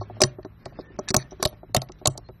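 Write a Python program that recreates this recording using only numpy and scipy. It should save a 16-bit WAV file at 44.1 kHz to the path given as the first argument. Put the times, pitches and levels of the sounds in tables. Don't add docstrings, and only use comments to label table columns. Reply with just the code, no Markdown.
import sys
import numpy as np
from scipy import signal
from scipy.fft import rfft, irfft
from scipy.io import wavfile
from scipy.ndimage import uniform_filter1d, minimum_filter1d, map_coordinates

SR = 44100
rng = np.random.default_rng(int(sys.argv[2]) if len(sys.argv) > 2 else 0)


def gain_from_decibels(decibels):
    exponent = np.asarray(decibels, float) / 20
    return 10 ** exponent


def file_out(sig):
    cols = np.atleast_2d(sig).T
    lim = np.clip(cols, -1, 1)
    pcm = np.round(lim * 32767).astype(np.int16)
    wavfile.write(sys.argv[1], SR, pcm)


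N = 105840


def unit(x):
    return x / np.sqrt(np.mean(x ** 2) + 1e-20)


def along(points, hz):
    point_hz, value = np.transpose(points)
    return np.interp(np.log(hz + 1), np.log(point_hz + 1), value)


def curve(rows):
    return np.interp(np.arange(N) / SR, *np.transpose(rows))


def wobble(rate):
    knots = rng.standard_normal(int(N / SR * 100))
    return map_coordinates(knots, [np.arange(N) * min(rate, 90) / SR])


def noise(spectrum, size=N):
    shape = gain_from_decibels(along(spectrum, np.fft.rfftfreq(size, 1 / SR)))
    return unit(irfft(rfft(rng.standard_normal(size)) * shape, size))


def add(track, s, x):
    part = track[max(round(s * SR), 0):][:len(x)]
    part += x[:len(part)]


def ring(modes, scatter_db, attack_s, tilt_db=0):
    t = np.arange(SR // 4) / SR
    hz, db, t60 = np.transpose(modes)[:, :, None]
    db = db + scatter_db * rng.standard_normal(hz.shape) + tilt_db * np.log2(hz / 5000)
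    hz = hz * (1 + 0.012 * rng.uniform(-0.85, 1, hz.shape))
    partials = gain_from_decibels(db - 60 * t / t60) * np.sin(2 * np.pi * hz * t)
    return partials.sum(0) * (1 - np.exp(-t / attack_s))


# time_s, level_db
MOTOR_LOAD = [(0.0, -39), (0.19, -44.5), (.3, -55.5), (2.4, -59.5)]
# multiple of the turning rate, level_db
MOTOR_ORDERS = [(1, -56.5), (3, -55.5), (4, -66), (6, -71.5), (7, -77)]
# pitch_hz, level_db
WHINES = [(3941, -77), (11795, -80)]


def hum():
    t = np.arange(N) / SR
    turn_hz = 53.2 * (1 + .015 * wobble(12))
    turn = 2 * np.pi * np.cumsum(turn_hz) / SR
    out = gain_from_decibels(curve(MOTOR_LOAD) + 4.0 + 5.1 * wobble(18)) * np.sin(2 * turn)
    for multiple, db in MOTOR_ORDERS:
        out += gain_from_decibels(db + 1.2 * wobble(4.9)) * np.sin(multiple * turn)
    for hz, db in WHINES:
        out += gain_from_decibels(db + 3.5 * wobble(21)) * np.sin(2 * np.pi * hz * t)
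    return out


# frequency_hz, level_db per Hz
AIR = [(15, -38.5), (25, -9), (65, 3), (104, -16), (316, -24), (480, -38.5), (1110, -28.5), (3200, -41.5),
       (9000, -74.5), (11700, -103), (19800, -120)]
# time_s, level_db
HANDS = [(0.0, -50.5), (.28, -51.5), (.35, -62), (.55, -62), (.7, -51.5), (1.2, -53.5), (1.65, -61.5),
         (2.04, -58.5), (2.4, -65.5)]
# frequency_hz, level_db per Hz
RUSTLE = [(120, -13), (200, -4.5), (371, -8.5), (698, -22), (1760, -21), (6060, -33.5), (8000, -90),
          (10400, -114), (17600, -120)]


def floor():
    air = gain_from_decibels(-53.5 + 1.5 * wobble(2.8)) * noise(AIR)
    rustle_db = curve(HANDS) - 1.0 + 2 * wobble(30)
    return air + gain_from_decibels(rustle_db) * noise(RUSTLE)


# time_s, leading_hz, lift_db, bottom_hz
LANDING = [(.014, 5890, 8, 2800), (.207, 6600, 4, 2800), (.217, 5830, 8, 400), (.236, 6400, 8, 400),
           (.658, 5010, 6, 1000), (.788, 5000, 8, 1500), (.99, 5900, 10, 4600), (1.087, 4500, 4, 1200),
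           (1.105, 5910, 8, 800), (1.165, 6560, 8, 2200), (1.306, 5900, 6, 2000), (1.428, 4550, 6, 400),
           (1.453, 3940, 6, 1500), (1.474, 5000, 8, 3600), (1.748, 4370, 4, 400), (1.765, 3770, 8, 1800),
           (1.819, 4710, 8, 2500), (1.92, 5900, 6, 1500), (2.058, 4390, 8, 1500), (2.073, 7140, 8, 1500),
           (2.1, 7730, 14, 6800), (2.177, 4410, 6, 3600), (2.285, 2500, 4, 800)]


def landed(x, s):
    near_s, lead_hz, lift_db, low_hz = min(LANDING, key=lambda row: abs(row[0] - s))
    if abs(near_s - s) > .004:
        return x
    x = x + gain_from_decibels(lift_db) * signal.lfilter(*signal.iirpeak(lead_hz, 4, SR), x)
    return signal.sosfilt(signal.butter(4, low_hz, "high", fs=SR, output="sos"), x)


# pitch_hz, level_db, t60_s
STEEL = [(1850, -1, 0.012), (2255, -14, 0.028), (2800, -14.5, 0.035), (3258, -24, 0.0067),
         (3890, -1, 0.012), (4417, 10.5, 0.0058), (4946, -3.5, 0.014), (5902, 3.5, 0.014),
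         (6620, 8.5, 0.0038), (7300, -19, 0.004), (7640, -4, 0.014), (9970, -18.5, 0.03),
         (9560, -19, 0.0051), (12500, -20, .012)]
# pitch_hz, level_db, t60_s
AFTER_RING = [(3135, -3.5, .12), (3460, -2.5, .07), (4000, -6.5, .1), (5400, -2, .07), (5950, -2.5, 0.12),
              (5550, -6, 0.043), (7100, -5.5, 0.056), (7770, -2, 0.062), (9460, -4, 0.15),
              (10700, -9, 0.064), (11230, -9, .08), (14160, -14.5, .1)]
# frequency_hz, level_db
CRACK = [(300, -7), (1500, -1), (4000, -7.5), (7000, -8.5), (10000, -6.5), (13000, -12), (17000, -20.5)]


def struck_steel(tilt_db, size):
    t = np.arange(size) / SR
    tilted = [(hz, db + tilt_db * np.log2(hz / 5000)) for hz, db in CRACK]
    crack_t60 = 0.0061
    crack = noise(tilted, size=size) * gain_from_decibels(11.5 - 60 * t / crack_t60)
    steel = ring(STEEL, scatter_db=2.5, attack_s=0.00016, tilt_db=tilt_db)
    steel += gain_from_decibels(-26) * ring(AFTER_RING, scatter_db=4.5, attack_s=0.0035)
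    steel[:size] += crack
    return steel


# start_s, peak_db, brightness_db per octave, chatter_s, top_hz
CLICKS = [(0.2179, 2.5, -1, 0.0083, 13110), (0.2365, 0, -4, .005, 12500), (1.0864, -16, -2.5, 0.012, 9340),
          (1.1043, -12.5, -1, 0.0057, 10500), (1.1439, -1.5, 0.5, 0.007, 16540),
          (1.1658, -2, 9.5, 0.00325, 15540), (1.4272, -8.5, -1, .012, 12500), (1.453, -4, 4, 0.0084, 13860),
          (1.747, -5, 0.5, 0.0067, 16950), (1.7657, -3.5, 1, 0.0035, 15350), (2.058, -3.5, 3, 0.0024, 8980),
          (2.073, -1, 2.5, 0.0059, 14390)]
# start_s, peak_db, brightness_db per octave, chatter_s, top_hz
TICKS = [(0.01, -35.5, -5, 0.02, 6500), (0.2067, -14.5, 0.5, 0.0038, 8500), (0.276, -43, -5, 0.022, 6000),
         (0.43, -47, -3, .005, 5200), (0.449, -33.5, -5, 0.0065, 7000), (0.657, -26, -4, 0.0069, 10000),
         (0.791, -40, -3.5, 0.026, 5500), (0.9903, -27, 5, 0.0055, 8500), (1.081, -26.5, -2, 0.0087, 7000),
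         (1.182, -29.5, -3, .05, 7000), (1.309, -40, -1.5, 0.02, 6200), (1.401, -38, -2.5, 0.031, 6500),
         (1.474, -27, -4, 0.0032, 6500), (1.528, -45.5, -4, 0.019, 5200), (1.776, -23, -2.5, .011, 10900),
         (1.818, -21, -1, 0.0045, 12000), (1.888, -39.5, -3, 0.006, 8500), (1.920, -38.5, -3, 0.0022, 7500),
         (1.988, -51.5, 5, 0.023, 5200), (2.098, -45, 8, 0.043, 8300), (2.177, -23.5, -1, 0.0043, 12500),
         (2.287, -45, -8.5, .004, 8000)]


def pawl():
    out, t = np.zeros(N), np.arange(4096) / SR
    lead_s, chatter_per_s, release_t60 = .004, 2800, .003
    since = t - lead_s
    scrape_db = -19 + 12 * since / lead_s
    for s, db, tilt_db, length, top_hz in CLICKS + TICKS:
        hits = rng.random(len(t)) < chatter_per_s / SR
        size = rng.standard_normal(len(t))
        chatter_db = -12.5 - 8.5 * since / length - 60 * np.maximum(since - length, 0) / release_t60
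        blows = gain_from_decibels(np.where(since < 0, scrape_db, chatter_db)) * size * hits
        blows[round(lead_s * SR)] = min(.7, 0.015 / length)
        click = signal.fftconvolve(blows, struck_steel(tilt_db, len(t)))
        click = signal.sosfilt(signal.butter(8, top_hz * .98, fs=SR, output="sos"), click)
        click = landed(click, s)
        add(out, s - lead_s, gain_from_decibels(db) * click / np.abs(click).max())
    return out


# pitch_hz, level_db, t60_s
CUFF = [(623, 0, 0.041), (702, -1, 0.025), (814.5, -11.5, 0.03), (1089, -9, 0.032), (1282, -19.5, 0.049)]
# pitch_hz, level_db, t60_s
TABLE = [(229.9, -5.5, 0.035), (306, -5.5, 0.051), (369.8, -1, 0.054), (515, -8.5, 0.036)]
# time_s, level_db
GRIP = [(0, 9.5), (.1, 3.5), (.2, -7), (.66, 0), (.75, -6), (1, -3.5), (1.32, 1), (1.45, -1.5), (1.82, 6),
        (2, 0.5), (2.15, 9.5)]


def knock_body(s, db, table_db):
    free_db = np.interp(s, *np.transpose(GRIP))
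    cuff = []
    for (hz, level, t60), side in zip(CUFF, (-.5, .5, .5, 0, 0)):
        hard_db = (hz > 1000) * .25 * (db + 22)
        cuff.append((hz, level + free_db * side + hard_db, t60))
    knock = ring(cuff, scatter_db=4.0, attack_s=0.00091)
    knock += gain_from_decibels(table_db) * ring(TABLE, scatter_db=5.0, attack_s=0.0017)
    return knock / np.abs(knock).max()


# start_s, peak_db, table over cuff_db
KNOCKS = [(0.014, -23, -8), (0.099, -29.5, -1), (0.168, -36.5, -2), (0.386, -28.5, 5.5),
          (0.449, -24.5, 2.5), (0.66, -25.5, -7), (0.724, -41.5, -21), (0.789, -23.5, 10),
          (0.904, -41.5, 12), (0.989, -18, -0.5), (1.32, -29, 5.5), (1.398, -30, 8.5), (1.528, -37, 0),
          (1.632, -33, 1.5), (1.694, -42.5, 5.5), (1.819, -27, -7), (1.896, -32, 1.5), (2.015, -34, 3),
          (2.154, -37.5, -13), (2.179, -30, -1.5), (2.29, -31, 4)]
# start_s, peak_db, table over cuff_db
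SLAMS = [(0.204, -17.5, -3), (.217, -8, -1.5), (0.2359, -13.5, 4.5), (1.105, -20.5, 14.5),
         (1.1442, -10, -6.5), (1.164, -14.5, -2.5), (1.4267, -14.5, 1.5), (1.455, -14, -5.5),
         (1.7474, -10, -10.5), (1.7636, -15.5, -3.5), (2.0564, -13, -9.5), (2.074, -14.5, -4)]
# start_s, peak_db, panel ring over push_db
THUMPS = [
    (.237, -15, 0),
    (.661, -33, 0),
    (1.1045, -25, -4),
    (1.165, -14, -1),
    (1.454, -15.5, -9),
    (1.766, -15, 0),
    (2.074, -15, 0),
    (2.291, -36, 0),
]
# pitch_hz, level_db, t60_s
PANEL = [(130.2, -8.5, 0.25), (104, -5.5, 0.07), (183, -15, 0.079)]


def frame():
    out = np.zeros(N)
    for s, db, table_db in list(KNOCKS) + SLAMS:
        rebound_s = 0.007273 * rng.uniform(0.6776, 1.3)
        for late, loss_db in ((0, 0), (rebound_s, -6.5)):
            add(out, s + late, -gain_from_decibels(db + loss_db) * knock_body(s, db, table_db))
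    push_s = 0.008
    push = np.sin(np.pi * np.arange(round(push_s * SR)) / (push_s * SR)) ** 2
    for s, db, ring_db in THUMPS:
        add(out, s, gain_from_decibels(db) * push)
        add(out, s + push_s * 0.63, -gain_from_decibels(db + ring_db) * ring(PANEL, scatter_db=1.5, attack_s=0.0019))
    return signal.sosfilt(signal.butter(2, 48.9, "high", fs=SR, output="sos"), out)


# start_s, length_s, pitch_hz, level_db
SQUEAKS = [
    (.82, .11, 1790, -59),
    (1.23, .05, 1790, -60),
    (2.24, .05, 4200, -60),
    (1.075, .025, 1750, -44),
    (1.471, .03, 11250, -52),
    (1.82, .03, 11500, -56),
    (.243, .03, 9460, -46),
]


def rivet():
    out = np.zeros(N)
    for s, length, hz, db in SQUEAKS:
        n = round(length * SR)
        tone = np.sin(2 * np.pi * np.cumsum(hz * (1 + .008 * wobble(60)[:n])) / SR)
        swell = np.sin(np.pi * np.arange(n) / n) ** 0.28
        add(out, s, gain_from_decibels(db + 2.0 + 2.32 * wobble(80)[:n]) * tone * swell)
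    return out


# frequency_hz, t60_s
ROOM = [(200, 0.38), (2000, 0.39), (6000, 0.04), (10000, .04)]


def room(x):
    hz, t, z = signal.stft(rng.standard_normal(SR // 3), SR, nperseg=256)
    decay = gain_from_decibels(-60 * t / along(ROOM, hz)[:, None])
    tail = signal.istft(z * decay, SR, nperseg=256)[1]
    return signal.fftconvolve(np.pad(x, (300, 0)), tail / np.linalg.norm(tail))[:N]


def scene():
    cuffs = pawl() + frame() + rivet()
    return (cuffs + gain_from_decibels(-28.5) * room(cuffs) + hum() + floor())[None]


def blocks(x, size, start, keep):
    lead = -start % (size // 2)
    window = np.sin(np.pi * (np.arange(size) + .5) / size)
    hz, _, z = signal.stft(np.pad(x, (lead, 0)), SR, window=window, nperseg=size)
    kept = z * keep(hz, np.abs(z) ** 2)
    return signal.istft(kept, SR, window=window, nperseg=size)[1][lead:][:N]


def banded(x, size):
    band = np.arange(len(x)) // size
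    total = np.add.reduceat(x, np.arange(0, len(x), size))
    return (total / np.bincount(band)[:, None])[band]


# frequency_hz, level_db
MASK = [(800, -60), (1500, -29.5), (3000, -24), (6000, -26.5), (10000, -25), (16000, -30.5)]


def keep_bands(hz, power):
    bands = banded(power, size=5)
    hold_s = 0.019
    peak = -minimum_filter1d(-bands[5:].max(0), size=1 + 2 * round(hold_s * SR / 128))
    draws = np.repeat(rng.standard_normal(power[:, ::3].shape), 3, 1)[:, :len(peak)]
    scatter = banded(draws, size=5) * np.sqrt(5)
    return bands > peak * gain_from_decibels(2 * (along(MASK, hz)[:, None] + 7 * scatter))


# frequency_hz, level_db
SPARSE = [(500, -36), (1200, -11), (2000, -7), (3000, -2.5), (5000, -5.5), (8000, -5), (12000, -7.5),
          (16000, -8.5)]


def keep_lines(hz, power):
    middle = power[(hz > 1000) & (hz < 3000)].mean(0)
    scatter = banded(rng.standard_normal(power.shape), size=16) * 4
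    return power > middle * gain_from_decibels(2 * (along(SPARSE, hz)[:, None] + 5.5 * scatter))


# start_s, end_s
SHORT_BLOCKS = [(.2, .24), (.43, .448), (.64, .658), (.98, .995), (1.08, 1.168), (1.427, 1.47),
                (1.73, 1.819), (1.87, 1.93), (2.055, 2.09), (2.17, 2.19), (2.27, 2.288)]


def masked(x):
    offset = 908

    def frame_at(n):
        return (n - offset + 512) // 1024

    frames = frame_at(np.arange(N))
    short = np.zeros(N, bool)
    for start_s, end_s in SHORT_BLOCKS:
        short |= (frames >= frame_at(start_s * SR)) & (frames <= frame_at(end_s * SR))
    share = np.clip(uniform_filter1d(short * 1., size=128), 0, 1)
    rest = np.sqrt(1 - share)
    attacks = blocks(x * share, 256, offset + 448, keep_bands)
    return attacks + rest * blocks(x * rest, 2048, offset, keep_lines)


def low_pass(x):
    return signal.sosfilt(signal.butter(12, 16810, fs=SR, output="sos"), x)


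def record(dry):
    clipped = dry / (1 + np.abs(dry) ** 8) ** (1 / 8)
    heard = masked(clipped[0])[None]
    limited = irfft(rfft(heard) * (np.fft.rfftfreq(N, 1 / SR) < 16810), N)
    return low_pass(limited)


dry = scene()
out = record(dry)
file_out(out)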